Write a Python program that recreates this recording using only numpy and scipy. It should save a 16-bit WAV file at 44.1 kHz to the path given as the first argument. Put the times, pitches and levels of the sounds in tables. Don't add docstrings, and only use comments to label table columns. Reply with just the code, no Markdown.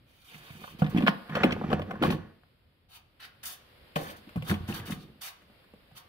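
import sys
import numpy as np
from scipy import signal
from scipy.fft import rfft, irfft
from scipy.io import wavfile
from scipy.ndimage import uniform_filter1d, map_coordinates

SR = 44100
rng = np.random.default_rng(int(sys.argv[2]) if len(sys.argv) > 2 else 0)


def to_wav(sig):
    pcm = np.clip(np.atleast_2d(sig), -1, 1) * 32767
    pcm = np.round(pcm).astype(np.int16)
    wavfile.write(sys.argv[1], SR, pcm.T)


N = 268128
T = np.arange(N) / SR
TICK_FOOT_HZ = 2000


def amp(db):
    return 10 ** (np.asarray(db) / 20)


def rms_one(x):
    return x / np.sqrt(np.mean(x ** 2) + 1e-20)


def in_spans(tables, column):
    gain = np.zeros(N)
    for table in tables:
        rows = np.array(table)
        gain += amp(np.interp(T, rows[:, 0], column(rows), left=-200, right=-200))
    return uniform_filter1d(gain, size=120)


def at_hz(points, hz):
    points = np.array(points)
    return np.interp(np.log(hz), np.log(points[:, 0] + 1), points[:, 1])


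def fft_hz():
    return np.maximum(np.fft.rfftfreq(N, 1 / SR), 1)


def drift(rate_hz):
    pole = np.exp(-2 * np.pi * rate_hz * 40 / SR)
    noise = rng.standard_normal(N // 40 + 2002)
    slow = signal.lfilter([1], [1, -2 * pole, pole ** 2], noise)[2000:]
    return np.interp(np.arange(N) / 40, np.arange(len(slow)), rms_one(slow))


def ring(clicks, hz, t60_s):
    radius, w = amp(-60 / (t60_s * SR)), 2 * np.pi * hz / SR
    return signal.lfilter([.5, 0, -.5], [1, -2 * radius * np.cos(w), radius ** 2], clicks + 1e-18)


def shaped(x, spectrum):
    return irfft(rfft(x) * amp(at_hz(spectrum, fft_hz())), N)


def grains(per_s, spread_db):
    sizes = amp(spread_db * np.minimum(rng.exponential(1, N), 4)) * rng.choice([-1, 1], N)
    return rms_one(sizes * (rng.random(N) < per_s / SR))


def bandlimit(x, order, hz, kind="low"):
    return signal.sosfilt(signal.butter(order, hz, kind, fs=SR, output="sos"), x)


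# (frequency [Hz], relative density [dB per Hz])
BED_SPECTRUM = [(18, -22), (30, -5), (86, -0.5), (437, -16.5), (499, -13.5), (780, -21.5), (3140, -22.5),
                (5040, -29.5), (5900, -52), (8300, -42.5), (11700, -35), (16000, -40.5)]
# (time [s], level [dB])
HISS = [(0.0, -69), (0.56, -69), (0.96, -52), (1.35, -56), (2.05, -65.5), (2.88, -75.5), (3.56, -61.5),
        (4.7, -56), (5.01, -63.5), (6.08, -63.5)]
# (frequency [Hz], left-right likeness [-1..1])
PORT_LIKENESS = [(60, 0.93), (240, 0.83), (950, 0.024), (3770, -0.044), (15000, -0.01)]
RUMBLE_DB = -66


def rumble_and_hiss():
    mid, side = shaped(rng.standard_normal((2, N)), BED_SPECTRUM)
    alike = np.clip(at_hz(PORT_LIKENESS, fft_hz()), -.99, .99)
    mid = irfft(rfft(mid) * np.sqrt(1 + alike), N)
    side = irfft(rfft(side) * np.sqrt(1 - alike), N)
    both = np.array([mid + side, mid - side])
    rumble = signal.sosfiltfilt(signal.butter(2, 350, fs=SR, output="sos"), both)
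    hiss_db = np.interp(T, *np.transpose(HISS)) + drift(3)
    return rms_one(rumble) * amp(RUMBLE_DB + 2 * drift(5)) + rms_one(both - rumble) * amp(hiss_db)


# (time [s], relative level [dB])
HAND_SLIDE = [(0.06, -85), (0.09, -74.5), (0.228, -67.5), (0.35, -55.5), (0.4, -63.5), (0.442, -59),
              (0.588, -60.5), (0.648, -57.5), (0.726, -60), (0.756, -84)]
# (time [s], length [s], first level [dB], last level [dB],
# roar over it [dB], fine hiss over it [dB], roar pitch [Hz]); levels relative
SCRAPES = [(0.784, 0.015, -55, -51.5, 1.5, -5.5, 890), (0.894, 0.01, -53, -67, -10, 5.5, 1000),
           (1.064, .028, -47, -47, -3, -25, 1194), (2.02, 0.065, -39, -55.5, 12.5, -7, 431),
           (2.102, 0.043, -37, -65.5, -6, -5, 450), (2.884, 0.083, -69.5, -56, -4, -2, 1080),
           (3.194, 0.058, -56.5, -53, 0, -6.5, 1530), (3.429, 0.025, -42, -57.5, 1, 6, 1450),
           (3.45, 0.091, -48.5, -61, -2.5, 11.5, 1280), (3.955, 0.013, -37, -45, 6.5, -1, 710),
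           (3.981, 0.13, -59.5, -53.5, -3, 1.5, 860), (4.152, 0.015, -90, -59.5, -21.5, 5.5, 970),
           (4.438, 0.066, -65, -43, 4.5, 2, 1150), (4.671, 0.046, -54, -49, -1.5, -0.5, 1050),
           (4.736, 0.059, -42, -57, 1, 0.5, 1220), (4.85, 0.032, -55.5, -49, -3, 0.5, 1000),
           (4.903, 0.045, -42.5, -64.5, 2.5, 2.5, 1210), (4.969, 0.062, -68, -60, -13, -4, 860),
           (5.208, 0.074, -50, -47, -3.5, -0.5, 1230), (5.945, 0.034, -69.5, -51.5, -0.5, 0, 1180)]
SCRAPE_ATTACK_S, SCRAPE_STOP_DB_PER_S = 0.0093, 895.5


def slide_gains():
    start_s, length_s, first_db, last_db = np.transpose(SCRAPES)[:4, :, None]
    since_s = T - start_s
    db = first_db + (last_db - first_db) * np.clip(since_s / length_s, 0, 1)
    db = db - SCRAPE_STOP_DB_PER_S * np.maximum(since_s - length_s, 0)
    scrapes = amp(np.maximum(db, -200)) * np.clip(since_s / SCRAPE_ATTACK_S, 0, 1)
    return np.vstack([in_spans([HAND_SLIDE], lambda rows: rows[:, 1]), scrapes])


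# (frequency [Hz], relative density [dB per Hz])
GRIT_SPECTRUM = [(200, -21), (350, 10.5), (1000, -30), (2200, 1), (3200, 8), (4500, -0.5), (5800, -9),
                 (7500, -18.5), (9000, -11.5), (13500, -12), (15600, -9.5), (17000, -19)]
HAND_ROAR_DB, HAND_HISS_DB, HAND_ROAR_HZ = -7, -2.5, 1200
HAND_PITCH_HZ, SCRAPE_PITCH_HZ = 2850, 3370
FOCUS_DB = 15.5
BODY_DB = -5.5
GRIT_FLUTTER_DB = 2


def slides():
    grit = shaped(grains(6000, spread_db=-6.5) + 1.4 * rng.standard_normal((2, N)), GRIT_SPECTRUM)
    hand = [HAND_ROAR_DB, HAND_HISS_DB, HAND_ROAR_HZ]
    roar_db, hiss_db, roar_hz = np.vstack([hand, np.array(SCRAPES)[:, 4:]]).T
    pitch_hz = np.array([HAND_PITCH_HZ] + [SCRAPE_PITCH_HZ] * len(SCRAPES))
    gains = slide_gains()
    edges_hz = [350, 500, 700, 950, 1250, 1600, 2000, 2500, 3100, 3800, 4700, 5800, 17000]
    out = 0
    for low, high in zip(edges_hz, edges_hz[1:]):
        band = rms_one(bandlimit(grit, 4, [low, high], "band"))
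        centre_hz = np.sqrt(low * high)
        if high <= TICK_FOOT_HZ:
            db = roar_db + BODY_DB - FOCUS_DB * np.log2(centre_hz / roar_hz) ** 2
        elif high <= 5800:
            db = BODY_DB - FOCUS_DB * np.log2(centre_hz / pitch_hz) ** 2
        else:
            db = hiss_db
        flutter = amp(1.9 * drift(76) + GRIT_FLUTTER_DB * drift(14))
        out = out + band * (amp(db) @ gains) * flutter
    return out


# (time [s], shake [dB], brightness [dB])
SHAKING = [
    [(0.3, -59, 9), (0.5, -54, 12), (0.74, -43, -11), (0.85, -47.5, 11), (0.95, -27.5, -11),
     (0.99, -35, 7.5), (1.1, -52, 9.5), (1.22, -67, 14), (1.36, -29, 4), (1.49, -32.5, 5), (1.6, -31, -7),
     (1.75, -21, -11.5), (1.84, -42, 1), (1.99, -34.5, -4), (2.07, -20.5, -6.5), (2.14, -30, -6),
     (2.25, -58, 13), (2.4, -56.5, 1)],
    [(3.96, -32.5, 1.5), (4.148, -49, 8.5), (4.39, -59, -17), (4.528, -19, -11), (4.592, -78, -9),
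     (4.698, -29, -1.5), (4.83, -43, 1.5), (4.892, -35, 1), (4.992, -39, -14), (5.2, -50, -19)],
]
# (level at full shake [dB], slope [dB per dB of shake],
# share [dB per dB of brightness])
SHAKE_LAW = [(-23.5, 1.12, 0.16), (-32, 1.32, 1.5), (-34, 1.42, 0.96)]
FULL_SHAKE_DB = -25


def rattle():
    gains = [in_spans(SHAKING, lambda rows: full_db + slope * (rows[:, 1] - FULL_SHAKE_DB) + share * rows[:, 2])
             for full_db, slope, share in SHAKE_LAW]
    clicks = [grains(per_s * amp(3.9 * drift(15)), spread_db=1.5) for per_s in (200, 1500, 4000)]
    return gains, clicks


CRACK_DB, CRACK_PER_CLACK, CRACK_PER_HARDNESS = -37, 0.84, 0.52
SET_DOWN_S, GRIT_CRACK_DB = 3.9, 8.5
CRACK_T60_S = 0.033


def contact_crack(at, force, start_s, clack_db, hard_db):
    db = CRACK_DB + CRACK_PER_CLACK * clack_db + CRACK_PER_HARDNESS * hard_db
    db = db + GRIT_CRACK_DB * (start_s > SET_DOWN_S)
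    hits = np.zeros(N)
    np.add.at(hits, at, np.abs(force) * amp(db)[:, None])
    envelope = signal.lfilter([1], [1, -amp(-60 / (CRACK_T60_S * SR))], hits + 1e-18)
    return bandlimit(envelope * rng.standard_normal((2, N)), 4, 7500, "high")


# (time [s], clack [dB], thud over it [dB], hardness [dB],
# thud pitch [Hz], clack pitch [Hz]); levels relative
BLOWS = [(0.344, -53.5, 5.5, 11.5, 167, 1140), (0.504, -48.5, 8.5, 0, 133, 1090),
         (0.552, -51, 6, -12, 166, 525), (0.615, -41.5, -11, -15, 209, 596),
         (0.638, -34, -17.5, -14, 164.4, 1160), (0.677, -38, -29, -15, 186, 1420),
         (0.748, -60, 13.5, -15, 171.3, 571), (0.791, -56.5, 14.5, -7, 222, 713),
         (0.819, -17.5, -2.5, -18, 194, 745), (0.844, -35.5, 9.5, -6, 214, 519),
         (0.864, -35.5, 9, -4, 123, 1210), (0.947, -34, 13, -6, 257, 649), (0.963, -27.5, 9, -10, 213, 660),
         (0.973, -27.5, 0, -4, 215, 480), (0.982, -24, 4.5, -6, 260, 506),
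         (1.005, -26.5, -2, -13, 190, 595), (1.023, -27.5, 2.5, -7.5, 265, 549),
         (1.035, -31.5, 8.5, -14, 223, 473), (1.065, -17.5, -28, -12, 219, 1010),
         (1.073, -18, -24, 2, 338.5, 1042), (1.085, -23.5, 0.5, 1.5, 187, 1202),
         (1.295, -37.5, 4.5, -5.5, 176, 748), (1.324, -37.5, 1, -24, 183, 1610),
         (1.352, -19, -17, -6, 234, 666), (1.368, -17, -23, -19, 237, 724),
         (1.434, -8.5, -16.5, -6.5, 208, 511), (1.444, -13, -3, -18, 255, 482),
         (1.458, -22, -2, -15, 218, 563), (1.508, -32.5, 2.5, -1, 213, 1390),
         (1.522, -25, -4.5, 0, 109, 506), (1.564, -26.5, -9, -36, 209, 592),
         (1.613, -23.5, -10.5, -38, 204, 517), (1.637, -26, -3, -46, 250, 690),
         (1.702, -24.5, -5, -13.5, 174, 710), (1.715, -18.5, -15, -28, 136, 570),
         (1.729, -15, -13.5, -13.5, 222, 730), (1.794, -23, -6.5, -18.5, 96.9, 644),
         (1.818, -32.5, -19, -6.5, 83.4, 560), (1.884, -38, -1.5, -34, 240, 530),
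         (1.898, -35, -9, -29, 174, 701), (1.909, -25, -23, -11.5, 137, 780),
         (1.933, -31.5, -5, -44, 191, 596), (1.954, -37, -8, -20, 153, 1210),
         (2.016, -32, 8, -25, 302, 486), (2.024, -21, 1, -9, 353, 1100), (2.035, -12.5, -28, -15, 246, 592),
         (2.048, -16.5, -6, -25, 283, 1070), (2.079, -31.5, 6.5, -25, 203, 557),
         (2.103, -19.5, -3.5, -9, 190, 480), (2.123, -26.5, -9, -8, 339, 583),
         (2.146, -38, -4.5, -12, 227, 570), (2.209, -55.5, 16.5, -28, 121, 491),
         (2.434, -58, 1, -8, 106, 1112), (3.959, -15.5, -14, -11, 180, 570),
         (4.001, -38.5, -1, -13, 352, 530), (4.271, -54.5, 8.5, -50, 282, 487),
         (4.291, -45.5, -62, -2.5, 146, 1310), (4.358, -28, -0.5, -14, 222, 520),
         (4.373, -38, 10.5, -14, 146, 895), (4.423, -36, -4.5, -2.5, 144, 530),
         (4.497, -29.5, 6, 1, 114, 1670), (4.512, -24.5, -2.5, -8, 160, 1290),
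         (4.541, -37.5, -3, 1, 136, 622), (4.554, -49, 22, -2, 91, 589), (4.607, -60.5, 34, -15, 95.5, 719),
         (4.688, -39, 9, 0.5, 166, 681), (4.725, -45.5, -19.5, 6, 172, 640),
         (4.798, -45, 10.5, 2.5, 117, 1070), (4.898, -34, 4.5, -18, 251, 482),
         (4.92, -41, 12, 5, 158, 1040), (4.975, -47, 6, -17, 154, 554), (5.418, -53, -9, -8, 309, 600),
         (5.498, -55, -7, -12, 254, 560), (5.64, -57.5, -18, -8.5, 200, 1204),
         (5.736, -51.5, -4.5, -12.5, 202, 629), (5.912, -53.5, 5.5, -14, 132, 542)]
# (time [s], relative level [dB], pitch [Hz])
SHARP_SNAPS = [(1.0816, -10.5, 1330), (1.4365, -12.5, 576), (2.0370, -21.5, 1360), (2.435, -56.5, 1297),
               (3.9600, -38, 640), (4.295, -67, 1400), (5.7378, -42.5, 500)]
# (frequency [Hz], relative level [dB], t60 before limits [s])
PANEL_MODES = [(59.3, -17.5, .12), (93, -2, 0.19), (120, -6, 0.48), (153.5, 2, 0.12), (172, -2, 0.096),
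               (209.3, 4.5, 0.075), (255.3, -3, 0.094), (308, 0.5, 0.065), (345, -5, 0.23),
               (394, -6, 0.066), (499, -1.5, .04), (586, -1.5, 0.043), (728.4, 3, 0.031), (944, 5, 0.0071),
               (1112, 4, 0.036), (1227, 4, 0.034), (1464, 7.5, 0.054), (1674, 5, 0.048), (1730, -3, 0.039),
               (2030, -4, 0.014), (2450, 2, 0.0061), (2650, -4, 0.009), (3046, -1.5, 0.017),
               (3420, -6, 0.014), (4160, -12, .007), (4560, -30, 0.002), (5300, -15.5, .006)]
THUD_TOP_HZ = 370
THUD_DB, CLACK_DB, TICK_DB = 6, -1.5, 9
CHATTER_MS = 7
LOSS_CYCLES = 26


def panel(bounces=40):
    start_s, clack_db, thud_db, hard_db, thud_hz, clack_hz = np.transpose(BLOWS)
    count = len(start_s)
    later = rng.exponential(1, (count, bounces)) * (np.arange(bounces) > 0)
    at = np.minimum(((start_s[:, None] + later * CHATTER_MS / 1000) * SR).astype(int), N - 1)
    force = amp(-5 * later - 1.1 * (later > 0)) * rng.choice([-1, 1], at.shape)
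    force /= np.sqrt(np.sum(force ** 2, axis=1, keepdims=True))
    shake_gain, shake_clicks = rattle()
    snap_s, snap_level_db, snap_hz = np.transpose(SHARP_SNAPS)
    out = np.zeros((2, N))
    for hz, level_db, t60_s in PANEL_MODES:
        t60_s = np.clip(t60_s, .003, LOSS_CYCLES / hz)
        if hz < THUD_TOP_HZ:
            group, hits = 0, np.eye(bounces)[0]
            db = THUD_DB + thud_db - 30 * np.log2(hz / thud_hz) ** 2
        elif hz < TICK_FOOT_HZ:
            group, hits = 1, force
            db = CLACK_DB - 6 * np.log2(hz / clack_hz) ** 2
        else:
            group, hits = 2, force
            db = TICK_DB + hard_db
        strength = amp(clack_db + db + level_db + rng.normal(0, 1.4, count)) * rng.choice([-1, 1], count)
        hits = hits * amp(rng.normal(0, 2.6, at.shape))
        lean = np.clip(hz / 2500, 0, 1) * rng.uniform(-0.39, 1, count + 1)
        scatter = np.clip(hz / 2000, 0, 1) * rng.uniform(-0.54, 0.52, at.shape)
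        steady = amp(level_db - 7) / np.sqrt(t60_s * SR / 14)
        snap_db = snap_level_db + level_db - 22 * np.log2(hz / snap_hz) ** 2
        soft = np.exp(-2 * np.pi * 0.95 * hz / SR)
        for port, sign in enumerate((1, -1)):
            shaking = shake_gain[group] * np.roll(shake_clicks[group], group * port * 3)
            clicks = steady * shaking * (1 + sign * lean[-1] / 2)
            np.add.at(clicks, at, hits * strength[:, None] * (1 + sign * (lean[:-1, None] + scatter)))
            clicks[(snap_s * SR).astype(int)] += amp(snap_db)
            push = signal.lfilter([(1 - soft) ** 2], [1, -2 * soft, soft ** 2], clicks)
            out[port] += ring(push, hz, t60_s)
    return out + contact_crack(at, force, start_s, clack_db, hard_db)


GARAGE_T60_S, WALL_CUT_HZ = 0.44, 1300


def garage(x):
    t = np.arange(SR) / SR
    shared, own = rng.standard_normal(SR), rng.standard_normal((2, SR))
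    tail = own + bandlimit(shared - own, 2, 450)
    dull = bandlimit(tail, 1, WALL_CUT_HZ)
    tail = dull + (tail - dull) * np.exp(-t / 0.03)
    tail = tail * amp(-60 * t / GARAGE_T60_S) * np.clip(t / 0.0009, 0, 1)
    tail /= np.sqrt(np.sum(tail ** 2, axis=1, keepdims=True))
    return signal.fftconvolve(x[None], tail, axes=1)[:, :N]


# (time [s], lag of left behind right [ms], left over right [dB])
WORK_BEARING = [(0, 0.33, -3.5), (1.2, 0.18, -2.1), (2.2, 0.18, -1.2), (2.798, -0.13, 3),
                (3.3, 0.034, -1.5), (3.7, -0.39, 3), (4.2, -0.32, -1), (4.8, -0.059, -1),
                (5.3, 0.047, -2.3), (6.08, 0.094, -1)]


def ports(x):
    time_s, lag_ms, lean_db = np.transpose(WORK_BEARING)
    half_lag = np.interp(T, time_s, lag_ms) * SR / 2000
    lean = amp(np.interp(T, time_s, lean_db) / 2)
    left = map_coordinates(x[0], [np.arange(N) - half_lag], order=5) * lean
    right = map_coordinates(x[1], [np.arange(N) + half_lag], order=5) / lean
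    return np.array([left, right])


PANEL_SEND_DB, SLIDE_SEND_DB = -14, -0.5


def scene():
    sheet, rub = panel(), slides()
    wet = garage(amp(PANEL_SEND_DB) * sheet.mean(axis=0) + amp(SLIDE_SEND_DB) * rub[0])
    return ports(sheet + rub) + wet + rumble_and_hiss()


CUTOFF_HZ = 15650


def record(dry):
    return signal.sosfilt(signal.ellip(12, .5, 70, CUTOFF_HZ, fs=SR, output="sos"), dry)


dry = scene()
out = record(dry)
to_wav(out)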